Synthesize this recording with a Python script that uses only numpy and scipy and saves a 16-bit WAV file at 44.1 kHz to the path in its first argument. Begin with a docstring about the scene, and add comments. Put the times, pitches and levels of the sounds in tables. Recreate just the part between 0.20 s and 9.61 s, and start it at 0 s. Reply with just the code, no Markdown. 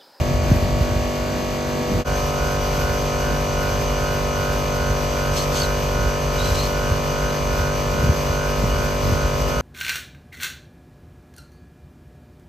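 """At an open air conditioner cabinet, a scroll compressor runs steadily. Its periodic gas pulses and clacks
make a hum with one harmonic per multiple of the shaft speed, over the turbulent rush of gas and air.
The sound dips briefly and goes on from a closer spot. Hands bump about near the microphone,
and a few spurts of gas hiss and squeal out while a valve knob is screwed in."""
import sys
import numpy as np
from scipy import signal
from scipy.fft import rfft, irfft, next_fast_len
from scipy.io import wavfile

SR = 44100
rng = np.random.default_rng(int(sys.argv[2]) if len(sys.argv) > 2 else 0)


def pcm_store(signal):
    """Save signal as 16-bit PCM."""
    levels = np.round(np.clip(np.atleast_2d(signal), -1, 1) * 32767)
    wavfile.write(sys.argv[1], SR, levels.astype(np.int16).T)


N = 414981
TIME = np.arange(N) / SR
FAR, NEAR = 1, 2   # listening spots, also their columns in the level tables
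MOVE_S = 1.842   # the near spot takes over
WHITE = [(100, 0), (10000, 0)]   # flat spectrum: frequency_hz, density_db
# shaft speed: time_s, turns_per_s
SHAFT_SPEED = [(0, 48.81), (1.7, 48.81), (2.2, 48.76), (9.4, 48.75)]
# phase difference between the two microphone ports: frequency_hz, left_lead_rad
PORT_LEAD = [(100, 0), (520, -.25), (720, -.8), (1050, -.6), (1400, -1.4), (1900, 0), (4650, .2),
             (5500, -1.4), (6200, -.1), (7300, 0), (9000, -2.2), (10600, -3.8), (12500, -6.28), (15500, -9)]


def compressor(turns, spot, ring_width_hz=220, sizzle_per_s=18, diffuse_hz=1600, wander=.1):
    """A periodic force gives a harmonic series; amplitude modulation makes its lines sizzle and wander."""
    # shell resonances that each clack strikes with a strength of its own: centre_hz, swing_db
    shell_rings = [(2930, 1.5), (4630, 1.1), (5800, 1.7), (6260, 2.1)]
    hz = np.arange(1, 186) * SHAFT_SPEED[-1][1]
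    rings = [np.exp(-((hz - centre) / ring_width_hz) ** 4) for centre, _ in shell_rings]
    # short waves bounce about the cabinet and arrive out of step; the shell rings scatter less
    diffuse = np.minimum(hz / diffuse_hz, 1)
    scatter_rad = 1.5 * np.sqrt(hz / diffuse_hz) * diffuse ** 4 * (1 - .6 * sum(rings))
    level_db, pan_db = shell_response(hz, spot)
    lines = from_db(level_db) * np.exp(1j * pulse_and_clack(hz, scatter_rad))
    lines = stereo_lines(lines, hz, pan_db, diffuse)
    shares = rng.standard_normal((2, len(hz)))
    out = repeat(lines, turns) + throb(lines, hz, turns)
    for ring, (_, swing_db) in zip(rings, shell_rings):
        sizzle = rms_one(from_db(swing_db * drift(sizzle_per_s)))
        out += (sizzle - 1) * repeat(lines * ring, turns)
    for harmonic, change_db in line_changes(spot):
        out += (from_db(change_db) - 1) * repeat(lines * (hz == hz[harmonic - 1]), turns)
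    # moving hands shift the reflections, so each high line swells and fades in its own way
    for share in shares:
        out += drift(5.9) * repeat(lines * wander * diffuse ** 2 * share, turns)
    return out


def shell_response(hz, spot, pan_spread_db=2.4):
    """Resonance favours single harmonics: the base level and left-right balance of each, in dB."""
    # low harmonics: harmonic, far_db, near_db, near_pan_db
    hum = np.array([(1, -38, -29.5, 0), (2, -41, -43, 1), (3, -35, -31, 0), (4, -46, -49, -1),
                    (5, -32, -35, 1), (6, -51, -46, 4), (7, -38, -48.5, 3), (8, -38, -36, 0),
                    (9, -43.5, -37.5, 7), (10, -36.5, -34, 1), (11, -40, -37, 1), (12, -31.5, -31, -2),
                    (13, -34, -42, 0), (14, -40, -39.5, -1), (15, -40, -41, 0), (16, -46, -43, 4),
                    (17, -51, -51, 2), (18, -52, -47, 0), (19, -42, -40, 0), (20, -54, -45, 12),
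                    (21, -46, -39, 3), (22, -50, -41, 2), (23, -41, -47, 9), (24, -53, -47, 0),
                    (25, -53, -53, -5), (26, -47, -40, -1), (27, -58, -49, 0), (28, -55, -55, 3),
                    (29, -57, -48, -5), (30, -51, -40.5, -4), (31, -56, -52, -3), (32, -54, -45.5, -4)])
    # shell and pipe modes that pick out higher harmonics: frequency_hz, far_db, near_db
    modes = [(1609, -56, -57), (1657, -52, -54), (1706, -52, -60), (1755, -50, -49), (1804, -60, -53.5),
             (1901, -56, -59), (1950, -49, -55.5), (1999, -53, -58), (2048, -56, -49), (2097, -63, -53),
             (2145, -54, -66), (2194, -50, -56), (2340, -62, -54), (2389, -58, -50), (2438, -55, -55),
             (2487, -53, -49), (2536, -66, -50), (2633, -61, -55), (2731, -55, -54), (2779, -50, -54),
             (2828, -52, -61), (2877, -64, -57), (2926, -58, -44.7), (2974, -59, -54), (3023, -53, -68),
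             (3072, -56, -67), (3121, -57, -61), (3218, -61, -53), (3316, -57, -65), (3364, -60, -56),
             (3511, -55, -57), (3560, -54, -60), (3998, -58, -55), (4535, -54, -58), (4583, -55, -53.5),
             (4632, -49, -49.7), (4681, -58, -56.5), (4876, -62, -55.5), (5656, -58, -53), (5705, -63, -55),
             (5754, -54, -57), (5802, -63, -55), (5851, -58, -52), (5900, -64, -53), (5949, -66, -57),
             (6193, -64, -51), (6241, -53, -47.5), (6290, -51, -52), (6339, -56, -54), (6534, -58, -63),
             (6680, -70, -57), (7119, -59, -67)]
    # spectral envelope of all other harmonics: frequency_hz, far_db, near_db
    buzz = [(1620, -60, -66), (2310, -65, -65), (2750, -62, -63), (3850, -64, -64), (4640, -63, -65),
            (5800, -70, -72), (6670, -65.5, -65.5), (8900, -72.5, -71)]
    # how unevenly the shell passes those: frequency_hz, spread_db
    unevenness = [(3000, 3.5), (6500, 4.5), (7500, 7)]
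    level_db = at_hz(buzz, hz, spot) + at_hz(unevenness, hz) * rng.standard_normal(len(hz))
    pan_db = pan_spread_db * rng.standard_normal(len(hz))
    level_db[:len(hum)] = hum[:, spot]
    pan_db[:len(hum)] = hum[:, -1] / (2 if spot == FAR else 1)
    for mode in modes:
        level_db[np.argmin(abs(hz - mode[0]))] = mode[spot]
    return level_db, pan_db


def pulse_and_clack(hz, scatter_rad, clack_turns=.83, smear_rad=.42):
    """Superposition of a gas pulse and a later clack of the scrolls sets each harmonic's phase."""
    # dispersion in the shell turns the pulse into a chirp: frequency_hz, delay_s
    group_delay = [(50, .02), (430, .0195), (490, .015), (620, .0115), (700, .008), (780, .005), (1100, 0),
                   (1800, .005), (9000, .005)]
    # weight of the clack against the pulse: frequency_hz, relative_db
    clack_spectrum = [(500, -22), (720, -9), (830, 3), (1000, 13), (1250, 8), (1600, -2), (2500, -3),
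                      (3500, 5), (7000, 2)]
    pulse = np.exp(-2j * np.pi * np.cumsum(at_hz(group_delay, hz)) * hz[0])
    clack = from_db(at_hz(clack_spectrum, hz)) * np.exp(-2j * np.pi * clack_turns * hz / hz[0])
    reflection_blur = np.hypot(smear_rad, scatter_rad) * rng.standard_normal(len(hz))
    return np.angle(pulse + clack) + reflection_blur


def stereo_lines(lines, hz, pan_db, diffuse, spread_rad=.89):
    """In a diffuse field each harmonic reaches the two ports with a different level and phase."""
    lead_rad = at_hz(PORT_LEAD, hz) + spread_rad * diffuse ** .25 * np.tanh(rng.standard_normal(len(hz)))
    sides = from_db(pan_db * [[1], [-1]] / 2) * ports(lead_rad)
    mid = sides.mean(0)
    return lines * sides * np.exp(-1j * np.angle(mid)) / np.maximum(abs(mid), .5)


def throb(lines, hz, turns, per_s=2.52, depth=.85, centre_hz=1520, width_hz=130, climb_hz_per_s=2000):
    """Amplitude modulation of one band, about as fast as twice the rotor's slip behind the mains."""
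    phase = 2 * np.pi * per_s * (TIME - 5.06)   # from one crest
    lag = 2 * np.pi * per_s * (hz - centre_hz) / climb_hz_per_s   # each swell climbs through the band
    band = lines * depth * np.exp(-((hz - centre_hz) / width_hz) ** 2)
    in_phase, quadrature = repeat(band * np.cos(lag), turns), repeat(band * np.sin(lag), turns)
    return np.cos(phase) * in_phase + np.sin(phase) * quadrature


def line_changes(spot, shift_s=.44, fade_db_per_s=2):
    """Pairs of (harmonic, dB over time): interference shifts a few at the far spot; near by, one fades."""
    # an arm leaves the cabinet and uncovers other reflections: harmonic, start_s, change_db
    uncovered = [(12, 0.74, -4), (15, 0.77, -0.5), (14, 0.58, -8), (13, 0.94, -1), (10, 1.29, 6.5)]
    if spot == FAR:
        return [(k, db * np.clip((TIME - start) / shift_s, 0, 1)) for k, start, db in uncovered]
    return [(15, 5.5 - fade_db_per_s * (TIME - MOVE_S))]


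def rush(turns, spot, pulsing_db=.24, flicker_db=1.34):
    """Turbulence in gas and air radiates broadband noise, swelling a little with each discharge."""
    # flow noise density: frequency_hz, far_db, near_db
    spectrum = [(344, -61.5, -64), (526, -71, -65.5), (750, -67, -71), (1330, -75.5, -71.5),
                (1780, -75.5, -76), (2690, -77, -75), (3730, -80.5, -80.5), (4470, -78.5, -77),
                (5130, -81.5, -75), (6100, -80.5, -79), (6860, -91, -84), (8500, -92, -85),
                (9450, -92, -90), (12870, -82, -79.5), (14300, -88, -83), (15000, -91, -99)]
    return noise(spectrum, spot) * from_db(flicker_db * drift(10.3) - pulsing_db * np.cos(2 * np.pi * turns))


def ringing_pipes(turns, gush_db=9):
    """Forced resonance: gas gushes once a turn, reaches each pipe at its own moment and keeps it ringing."""
    # pipe resonances: centre_hz, width_hz, near_db
    pipe_modes = [(1170, 10, -47), (1266, 9.2, -47.5), (1475, 88, -46.5), (1746, 8.1, -51.5),
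                  (2353, 57, -52.5), (2920, 110, -49.5), (4280, 28, -52.5), (5860, 97, -59),
                  (6180, 32, -50)]
    flow = noise(WHITE)
    out = 0
    for hz, width_hz, db in pipe_modes:
        gush = from_db(gush_db * np.cos(2 * np.pi * (turns + rng.random())))
        out = out + from_db(db) * rms_one(resonate(flow * gush, hz, width_hz))
    return out


def valve(sputter_db=2, sputter_per_s=70):
    """Jet noise: gas sputters past the seal in spurts, and the seal oscillates in short, hoarse squeals."""
    # colour of the jet: frequency_hz, relative_db
    hiss = [(1200, -28), (2400, -6), (3050, 1.5), (3600, -3), (4300, 0), (5100, -2), (6150, 1),
            (6900, -4.5), (7600, -3.5), (8600, -4), (10000, -11), (11000, -11), (11750, -4), (12500, -14),
            (15000, -22)]
    # escapes of gas: start_s, length_s, roundness, level_db
    spurts = [(5.1, 0.18, 1.8, -29.5), (5.315, 0.165, 1.1, -28), (6.172, 0.187, .26, -35),
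              (6.341, 0.14, .22, -33)]
    # the seal jumps between its pitches: start_s, length_s, from_hz, to_hz, level_db, width_hz
    squeals = [(5.165, .06, 4230, 4330, -30.5, 90), (5.2, .03, 6050, 6200, -34, 150),
               (5.35, .05, 6200, 6340, -30.5, 180), (5.355, .045, 4330, 4400, -33, 150),
               (5.398, .052, 4500, 4400, -28.5, 130), (5.43, .033, 4080, 4020, -34.5, 180),
               (6.182, .045, 3800, 3920, -32, 110), (6.2, .11, 4130, 4150, -36.5, 120),
               (6.2, 0.125, 3950, 3970, -37, 120), (6.337, .07, 4020, 3950, -33.5, 150),
               (6.372, 0.095, 4150, 4280, -31, 130), (7.075, .05, 4030, 4050, -42, 220)]
    jet = rms_one(noise(hiss) * from_db(sputter_db * drift(sputter_per_s)))
    out = jet * sum(from_db(db) * burst(start, length, roundness) for start, length, roundness, db in spurts)
    for start, length, from_hz, to_hz, db, width_hz in squeals:
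        hoarse = drift(width_hz) + 1j * drift(width_hz)
        on = (TIME > start) & (TIME < start + length)
        swing = rms_one(abs(hoarse))[on] * np.exp(1j * np.angle(hoarse[on]))   # level and phase stagger
        cycles = np.cumsum(np.linspace(from_hz, to_hz, on.sum())) / SR
        out[:, on] += from_db(db) * burst(start, length)[on] * (swing * np.exp(2j * np.pi * cycles)).real
    return out


def knocks(rise_cycles=.44, glide=2.9, glide_s=.0037, gain_db=-5.5):
    """Each bump is a damped oscillation whose pitch sags as the contact relaxes, more so if it is hard."""
    # soft bumps of the hands: start_s, relative_db, pitch_hz
    bumps = [(0.012, -6.5, 85.5), (0.083, -7.5, 76), (.108, -9, 105), (0.14, -13, 72), (.267, -11, 75),
             (0.314, 1.5, 82), (0.346, -7.5, 78), (.423, -8, 65), (0.521, -9, 56), (0.606, -5.5, 72),
             (.76, -12, 75), (.815, -12, 90), (1.708, -8.5, 130), (1.747, -13, 75), (2.641, -13, 75),
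             (3.511, -13, 69.5), (4.7, -6, 66), (5.862, -9, 62), (6.314, -5.5, 64.5), (6.711, -9.5, 73),
             (7.838, -6.5, 98), (7.892, -2.5, 72.5), (8.098, -6.5, 72), (8.436, -4.5, 100),
             (8.92, -1, 62.7), (9.041, -8.5, 60)]
    out = np.zeros(N)
    t = np.arange(SR // 5) / SR
    for start, db, hz in bumps:
        sagging_time = t + glide * from_db(db) * glide_s * (1 - np.exp(-t / glide_s))
        age = t * hz / rise_cycles
        envelope = from_db(db + gain_db) * age * np.exp(1 - age)
        part = out[int(start * SR):][:len(t)]
        part += (envelope * np.sin(2 * np.pi * hz * sagging_time))[:len(part)]
    return out


def handling(far_draught_db=-33, near_draught_db=-28, lumpy_db=.5, scuff_hz=200, scuff_width_hz=170):
    """A draught's turbulence rumbles on the microphone; each grip adds rumble and the friction of skin."""
    # the hand shifts its grip on the case: start_s, length_s, rumble_db, scuff_db
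    grips = [(-0.1, 0.99, -22, -39), (1.04, 0.21, -35, -32.5), (1.54, 0.11, -40, -31.5),
             (1.682, 0.13, -26.5, -27), (2.55, 0.3, -36, -39), (3.062, 0.1, -37, -31),
             (5.76, 0.13, -26.5, -34), (6.255, 0.16, -37, -37), (6.6, 0.22, -24.5, -43),
             (7.15, 0.35, -29, -51), (7.73, 0.22, -23, -30), (8.367, 0.37, -24.5, -40),
             (8.818, 0.17, -21, -32), (8.996, 0.4, -29, -39)]
    # colour of the rumble: frequency_hz, relative_db
    rumble_spectrum = [(20, -30), (35, -11), (52, 8), (78, 4.5), (105, 1), (145, -2), (200, -14),
                       (300, -39), (450, -53), (900, -84)]
    power = from_db(np.where(TIME < MOVE_S, far_draught_db, near_draught_db)) ** 2
    rubbing = 0
    for start, length, rumble_db, scuff_db in grips:
        swell = burst(start, length)
        power += (from_db(rumble_db) * swell) ** 2
        rubbing += from_db(scuff_db) * swell
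    rumble = rms_one(noise(rumble_spectrum)) * from_db(lumpy_db * drift(12))
    scuff = resonate(noise(WHITE), scuff_hz, scuff_width_hz)
    scuff = rms_one(resonate(scuff, scuff_hz, scuff_width_hz))
    return np.sqrt(power) * rumble + rubbing * scuff


def singing(spot, waver_db=1.5, waver_rad=.5):
    """Thin metallic tones waver under slight random modulation of amplitude and phase."""
    # tones between the shaft's harmonics: pitch_hz, far_db, near_db
    tones = [(2232, -58, -58), (2268, -52, -55), (2331, -54, -51), (2430, -48, -49.5)]
    out = 0
    for tone in tones:
        amplitude = np.sqrt(2) * from_db(tone[spot] + waver_db * drift(7))
        out += amplitude * np.sin(2 * np.pi * tone[0] * TIME + waver_rad * drift(4.4))
    return out


def whine(mains_hz=50):
    """Magnetic forces vibrate the motor at steady harmonics of the mains."""
    # motor tones: mains_harmonic, level_db
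    tones = [(2, -51), (6, -54.5), (12, -51.5), (14, -51)]
    return sum(from_db(db) * np.sqrt(2) * np.sin(2 * np.pi * (k * mains_hz * TIME + rng.random()))
               for k, db in tones)


def from_db(db):
    """Decibels to amplitude ratio."""
    return 10 ** (np.asarray(db) / 20)


def rms_one(x):
    """Normalise to rms 1."""
    return x / np.sqrt(np.mean(x ** 2) + 1e-20)


def at_hz(rows, hz, column=1):
    """Interpolate one column of a spectrum on a log-frequency axis."""
    rows = np.array(rows)
    return np.interp(np.log(np.maximum(hz, 1)), np.log(rows[:, 0]), rows[:, column])


def drift(rate_hz):
    """Low-pass noise: a slow random fluctuation of rms 1."""
    step, settle = 40, 2000
    pole = np.exp(-2 * np.pi * step * rate_hz / SR)
    white = rng.standard_normal(N // step + settle + 2)
    slow = signal.lfilter([1], [1, -2 * pole, pole * pole], white)[settle:]
    return np.interp(np.arange(N) / step, np.arange(len(slow)), rms_one(slow))


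def burst(start, length, roundness=.27):
    """An envelope from nothing to one and back; roundness near 0 is square, 1 is a smooth arch."""
    along = np.clip((TIME - start) / length, 0, 1)
    return (4 * along * (1 - along)) ** roundness


def ports(lead_rad):
    """Complex left and right gains with the given phase difference."""
    return np.exp(1j * lead_rad / 2 * [[1], [-1]])


def noise(spectrum, column=1):
    """Noise of the given spectral density in dB, partly coherent between the two microphone ports."""
    # likeness of left and right: frequency_hz, coherence
    coherence = [(50, .9), (140, .8), (300, .76), (700, .7), (1500, .55), (3000, .5), (5500, .4),
                 (7000, .8), (9500, .99), (15000, .88)]
    size = next_fast_len(N)
    hz = np.arange(size // 2 + 1) * SR / size
    alike = at_hz(coherence, hz)
    mid, side = rfft(rng.standard_normal((2, size)))
    both = (mid + np.sqrt((1 - alike) / (1 + alike)) * side * [[1], [-1]]) * ports(at_hz(PORT_LEAD, hz))
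    return irfft(both * from_db(at_hz(spectrum, hz, column)) * np.sqrt(SR / 2), size)[:, :N]


def resonate(x, hz, width_hz):
    """A second-order resonator with gain 1 at its peak."""
    r = np.exp(-np.pi * width_hz / SR)
    feedback = [1, -2 * r * np.cos(2 * np.pi * hz / SR), r * r]
    return signal.lfilter(np.array([1, 0, -1]) * (1 - r * r) / 2, feedback, x)


def repeat(lines, turns, size=8192):
    """Fourier synthesis: each side's harmonics sum to one period, repeated with every shaft turn."""
    cycles = irfft(np.pad(lines, ((0, 0), (1, 0))), size) * size / np.sqrt(2)
    return np.array([np.interp(turns % 1 * size, np.arange(size + 1), np.r_[c, c[0]]) for c in cycles])


def scene(shake_turns=.0001, far_pipes_db=-11, dip_s=.035):
    """The sources superpose: the machine from the far spot, a brief dip in level, then from near by."""
    turns_per_s = np.interp(TIME, *np.transpose(SHAFT_SPEED))
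    turns = np.cumsum(turns_per_s) / SR + shake_turns * drift(9)
    pipes = ringing_pipes(turns)
    far = compressor(turns, FAR) + rush(turns, FAR) + singing(FAR) + from_db(far_pipes_db) * pipes
    near = compressor(turns, NEAR) + rush(turns, NEAR) + singing(NEAR) + pipes
    dip = np.minimum(abs(TIME - MOVE_S) / dip_s, 1)
    return dip * (np.where(TIME < MOVE_S, far, near) + whine() + handling() + knocks() + valve())


def record(dry, low_cut_hz=30, high_cut_hz=15100):
    """Band limiting: the microphone drops the deepest bass, and the top is cut steeply."""
    sound = signal.sosfilt(signal.butter(4, low_cut_hz, "high", fs=SR, output="sos"), dry)
    return signal.sosfilt(signal.ellip(10, .1, 80, high_cut_hz, fs=SR, output="sos"), sound)


dry = scene()
out = record(dry)
pcm_store(out)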